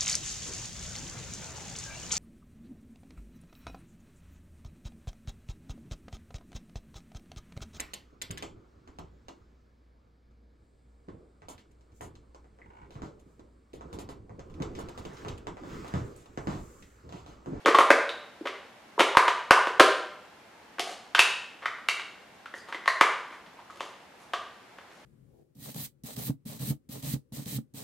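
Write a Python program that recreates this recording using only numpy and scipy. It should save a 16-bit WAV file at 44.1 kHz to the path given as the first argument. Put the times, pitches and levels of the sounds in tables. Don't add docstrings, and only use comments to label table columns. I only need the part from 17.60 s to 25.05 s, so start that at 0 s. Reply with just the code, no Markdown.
import sys
import numpy as np
from scipy import signal
from scipy.fft import rfft, irfft
from scipy.io import wavfile

SR = 44100
rng = np.random.default_rng(int(sys.argv[2]) if len(sys.argv) > 2 else 0)


def gain_from_decibels(decibels):
    exponent = np.asarray(decibels, float) / 20
    return 10 ** exponent


def transcribe(u):
    v = np.clip(np.atleast_2d(u).T, -1, 1)
    q = np.round(v * 32767).astype(np.int16)
    wavfile.write(sys.argv[1], SR, q)


N = 328525

# pitch in Hz, level in dB, time to fall 60 dB in seconds.
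SHELL_MODES = [(308.6, -7, 0.043), (400, -4.5, 0.006), (490, -3, 0.014), (573.5, -2, 0.027),
               (784, -10, 0.033), (1000, 1.5, 0.016), (1169, 1, 0.021), (1350, -3.5, 0.021),
               (1560, 4.5, 0.012), (1850, -1.5, 0.012), (2125, 8, 0.0063), (2546, -5.5, 0.0094),
               (2700, 0.5, 0.0081), (3130, 13, 0.0038), (3790, -5, 0.015), (4200, 6.5, .004),
               (5076, 8, 0.0023), (6370, -3.5, 0.0031), (6670, 13.5, 0.0015), (8550, 0.5, 0.00345),
               (9660, 16, 0.0011), (11930, -8.5, 0.0036), (13950, -12, 0.00099)]
SMALL_BODY_HZ = 248


def at_hz(points, hz, axis=1):
    points = np.array(points)
    return np.interp(np.log(hz), np.log(points[:, 0]), points[:, axis])


def bands(size):
    edges_hz = 22 * 2 ** np.arange(0, 9.7, 1 / 3)
    white = rng.standard_normal((2, 2, size))
    for k, (low, high) in enumerate(zip(edges_hz, edges_hz[1:])):
        band_filter = signal.butter(2, [low, high], "band", fs=SR, output="sos")
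        yield np.sqrt(low * high), signal.sosfilt(band_filter, white[k % 2])


def add(track, s, sound):
    i = round(s * SR)
    track[i:i + len(sound)] += sound[:N - i]


def air():
    # frequency in Hz, level in dB per Hz.
    air_colour = [(15, -52), (25, -28), (80, -11.5), (161, -9.5), (190, -5.5), (394, -6.5), (560, -6.5),
                  (775, -4), (1160, -9.5), (1840, -10), (16000, -38)]
    # frequency in Hz, side minus mid in dB.
    air_width = [(60, -13.5), (180, -13), (550, -6.5), (1650, -4.5), (4970, -1.5), (15000, -1.5)]
    tone = np.zeros((2, N))
    for hz, noise in bands(N):
        side_db = np.array([[0], [at_hz(air_width, hz)]])
        tone += gain_from_decibels(at_hz(air_colour, hz) + side_db) * noise
    return gain_from_decibels(-55) * tone / np.std(tone[0])


def room(x):
    # frequency in Hz, time to fall 60 dB in seconds, level in dB.
    room_tail = [(151, 0.408, -52), (400, 0.58, -29.5), (1040, 0.65, -32.5), (2700, 0.65, -31),
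                 (7500, 0.54, -26), (14340, .3, -31.5)]
    # frequency in Hz, side minus mid in dB.
    tail_width = [(60, -26), (150, -21), (380, -40), (950, -32.5), (2380, -18), (5980, -14), (15000, -2.5)]
    direct_db, floor_echo_s, floor_echo_db = 2.5, 0.0055, -8
    early_db, early_t60_s = 5.5, 0.068
    t = np.arange(SR) / SR
    swell = 1 - np.exp(-np.clip(t - .003, 0, 1) / 0.0034)
    reply = np.zeros((2, SR))
    for hz, noise in bands(SR):
        side_db = np.array([[0], [at_hz(tail_width, hz)]])
        gains = gain_from_decibels(at_hz(room_tail, hz, axis=2) + side_db)
        late_fade = gain_from_decibels(-60 * t / at_hz(room_tail, hz))
        early_fade = gain_from_decibels(early_db - 60 * t / early_t60_s)
        reply += gains * noise * swell * (late_fade + early_fade)
    early = np.zeros(SR)
    early[[0, round(floor_echo_s * SR)]] = gain_from_decibels([direct_db, floor_echo_db])
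    reply[0] += early
    reply[1] += gain_from_decibels(-10.5) * signal.lfilter(*signal.butter(1, 9000, "high", fs=SR), early)
    return signal.fftconvolve(x[None], reply, axes=1)[:, :N]


def damped(hz, t60):
    t = np.arange(SR // 12) / SR
    fade = gain_from_decibels(-60 * np.outer(1 / np.array(t60), t))
    return np.sin(2 * np.pi * np.outer(hz, t)) * fade


def shell_ring(colour_hz, levels_db, luck, size=4096):
    hz, mode_db, t60 = np.transpose(SHELL_MODES)
    colour_db = np.interp(np.log(hz), np.log(colour_hz), levels_db)
    spread_db = 3.5
    modes = gain_from_decibels(colour_db + mode_db + spread_db * luck)[:, None] * damped(hz, t60)
    power = np.sum(np.abs(rfft(modes, size)) ** 2, axis=0)
    cepstrum = irfft(np.log(power + 1e-12) / 2)
    cepstrum[1:size // 2] *= 2
    cepstrum[size // 2 + 1:] = 0
    return irfft(np.exp(rfft(cepstrum)))[:size // 2]


def chatter(blow):
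    for delay_s in (.00017, .00045, .0011):
        lag = round(delay_s * rng.uniform(.6, 1.4) * SR)
        taps = np.zeros(lag + 1)
        taps[[0, lag]] = .68, 1
        blow = signal.lfilter(taps, taps[::-1], blow)
    return blow


def rattles(count=40):
    # start in seconds, shell level in dB, length in seconds, boom and tick in dB against the shell.
    rubs = [(0.061, -11.5, 0.04, 1, -30), (0.145, -16, 0.01, 0.5, -21.5), (0.200, -27, 0.022, -22, -41),
            (0.853, -28.5, 0.017, 9, -31), (1.389, -9, 0.027, 0.5, -23), (3.200, -32.5, 0.15, 4.5, -7),
            (4.018, -32, 0.04, -18, -46), (4.944, -49.5, 0.048, 3, -4), (5.069, -34.5, .04, -9, -21.5),
            (5.642, -40, 0.1, -10.5, -29), (5.718, -40, 0.04, -21, -21), (5.975, -42, 0.034, -12, -47),
            (6.105, -41.5, 0.21, 4, -10.5), (6.575, -51, 0.067, -10, -5), (7.294, -52.5, 0.1, -1.5, -7.5)]
    clack_db = -8.5
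    out = np.zeros(N)
    for s, db, length, boom, tick in rubs:
        spot = rng.random(count)
        blows = np.zeros(int(length * SR) + 2)
        places = (spot * len(blows)).astype(int)
        blows[places] = rng.standard_normal(count) * np.sqrt(np.sin(np.pi * spot))
        spectrum = rfft(blows)
        blows = 2 * irfft(spectrum / np.sqrt(np.abs(spectrum) + 1e-9))
        levels_db = db - 16.5 + np.array([boom, 0, clack_db, tick])
        ring = shell_ring([430, 1100, 2600, 7500], levels_db, rng.standard_normal(len(SHELL_MODES)))
        add(out, s, signal.fftconvolve(blows, ring))
    return out


def rings():
    # start in seconds, level in dB, pitch in Hz.
    cell_notes = [(0.049, -33, 424), (0.050, -28, 3200), (0.063, -17, 1140), (0.074, -14.5, 477),
                  (0.146, -3.5, 1124), (0.186, -3, 1088), (0.212, -16, 1160), (0.304, -11, 2700),
                  (0.492, -19.5, 3780), (0.817, -44, 330), (0.871, -37, 1150), (1.379, -20.5, 980),
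                  (1.379, -26, 416), (1.550, -17.5, 948), (1.572, -5, 1054), (1.683, -12.5, 987),
                  (1.909, -20, 2200), (1.909, -21, 3440), (1.91, -9, 1525), (1.912, -12, 1040),
                  (1.975, -9, 1030), (2.198, 0.5, 1576), (2.2, -17, 1080), (2.206, -5, 1180)]
    # start in seconds, level in dB, pitch in Hz.
    lid_notes = [(3.197, -36, 3970), (3.272, -31, 733), (3.292, -42, 760), (3.548, -13, 1520),
                 (3.548, -15, 2980), (3.561, -22, 3020), (3.582, -23, 2880), (3.593, -0.5, 2636),
                 (3.596, -6.5, 2420), (3.597, -29, 3080), (4.057, -22.5, 1886), (4.058, -22, 3010),
                 (4.06, -25, 1310), (4.287, -9.5, 2256), (4.287, -9.5, 2730), (4.288, -25, 3400),
                 (4.288, -24, 4300), (4.859, -30, 1350), (4.940, -26, 1870), (4.960, -50, 8700),
                 (4.985, -36, 4770), (5.005, -40, 4870), (5.092, -38, 915), (5.126, -33, 970),
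                 (5.146, -23, 2040), (5.278, -7.5, 1850), (5.278, -10.5, 1070), (5.278, -15, 4200),
                 (5.411, -14, 1264), (5.412, -9, 2250)]
    # start in seconds, level in dB, pitch in Hz.
    fitting_notes = [
        (5.870, -45, 167.5),
        (5.99, -38.5, 980),
        (6.107, -47, 1100),
        (6.195, -43, 12800),
        (6.198, -32, 2700),
        (6.207, -40, 1090),
        (6.340, -45, 2930),
        (6.737, -23.5, 1380),
        (6.735, -26, 1620),
    ]
    # start in seconds, level in dB, pitch in Hz.
    knocks = [(0.810, -27.5, 313), (1.392, -14.5, 760), (1.682, -13, 2900), (1.908, -10.5, 980),
              (1.912, -7, 1500), (2.195, -11, 913), (2.204, -4, 1230), (3.6, -37, 706), (3.198, -19.5, 700),
              (3.199, -24, 2500), (3.593, -5, 3935), (5.279, -21, 616), (5.412, 1, 1980),
              (5.414, -16, 1500), (6.736, -25.5, 720), (6.1, -30, 1230)]
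    rise_s = 0.00045
    out = np.zeros(N)
    for notes, cycles in ((cell_notes, 24.5), (lid_notes, 25), (fitting_notes, 25), (knocks, 12)):
        for s, db, hz in notes:
            mode = damped([hz], [cycles / hz])[0]
            swell = (1 - np.exp(-np.arange(len(mode)) / SR / rise_s)) ** 2
            add(out, s, gain_from_decibels(db) * mode * swell)
    return out


def snaps():
    # start in seconds, shell level in dB,
    # then boom, hardness and tick in dB against the shell.
    cell_snaps = [(0.059, -14.5, -3, -7, -23.5), (0.186, -8.5, -9.5, -10.5, -29.5),
                  (0.205, -13.5, -5.5, -11, -33), (0.304, -11, -1.5, -3, -26),
                  (0.312, -14.5, -4.5, -13, -46), (0.492, -43, 7, 12.5, -15), (0.871, -25.5, -24, -2, -38),
                  (1.55, -23.5, -11.5, -13.5, -34), (1.57, -3, -14.5, -11.5, -33),
                  (1.68, -15, -12, -4, -29.5), (1.908, -2.5, -14.5, -11.5, -28),
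                  (1.952, -19, -37, -30.5, -42), (2.071, -21.5, 0, -8, -32),
                  (2.1975, -2.3, -10.5, -8.5, -24), (2.204, -5.5, 2, -12.5, -40.5)]
    # start in seconds, shell level in dB,
    # then boom, hardness and tick in dB against the shell.
    lid_snaps = [(3.184, -36.5, -4, -1.5, -33), (3.195, -37.5, 12.5, 8.5, -0.5), (3.549, -18, -29, -4, -27),
                 (3.582, -22, -19, -2, -33), (3.592, -15.5, -19, 1.5, -8.5), (4.027, -52, -6, -1, -30),
                 (4.057, -25, -38, -2, -40), (4.185, -35, -35, -21, -40), (4.286, -25, -26, 0.5, -7.5),
                 (4.396, -40.5, -7, 2.5, -30), (4.858, -39, -44, -4.5, -33), (4.939, -42.5, 5.5, -0.5, -37),
                 (5.125, -36, -7, 1, -41), (5.145, -36, 3, -6, -27), (5.258, -28, -22, -11, -32),
                 (5.277, -18.5, -32, -6.5, -21), (5.410, -11, -10.5, -10, -23)]
    # start in seconds, shell level in dB,
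    # then boom, hardness and tick in dB against the shell.
    grip_taps = [
        (5.862, -46.5, -21, -1.5, -40),
        (6.105, -44.5, -13, -7, -17),
        (6.206, -28, -8, -7.5, -28.5),
        (6.735, -22, -24, -9, -28.5),
        (7.185, -45, -1, -1.5, -42),
        (7.314, -55, -7, 1, -32),
    ]
    out = np.zeros(N)
    for blows, click_lift in ((cell_snaps, 0.5), (lid_snaps, 3), (grip_taps, 2)):
        for s, db, boom, hardness, tick in blows:
            click = click_lift + 0.84 * hardness + 0.39 * tick
            levels_db = db - 2.5 + np.array([boom, 0, hardness, click, tick])
            luck = rng.standard_normal(len(SHELL_MODES))
            blow = shell_ring([430, 1100, 2250, 4000, 8000], levels_db, luck)
            patch_hz = SMALL_BODY_HZ * gain_from_decibels(-0.17 * boom)
            blow = signal.lfilter(*signal.butter(2, patch_hz, "high", fs=SR), blow)
            add(out, s, chatter(blow))
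    return out


def scene():
    housing = rattles() + rings() + snaps()
    housing = signal.sosfilt(signal.butter(4, SMALL_BODY_HZ, "high", fs=SR, output="sos"), housing)
    housing = signal.sosfilt(signal.butter(2, 13600, fs=SR, output="sos"), housing)
    mid, side = room(housing) + air()
    return np.array([mid + side, mid - side])


def roll_off(x):
    return signal.sosfilt(signal.butter(12, 16220, fs=SR, output="sos"), x)


def record(dry):
    overload = .96
    clipped = np.clip(dry, -overload, overload)
    excess = np.abs(dry - clipped).mean(axis=0)
    kick = gain_from_decibels(-11) * signal.lfilter(*signal.butter(1, 194, fs=SR), excess)
    clipped = np.clip(clipped - kick, -overload, overload)
    mix = signal.sosfilt(signal.cheby2(10, 60, 16100, fs=SR, output="sos"), clipped)
    return roll_off(mix)


dry = scene()
out = record(dry)
transcribe(out)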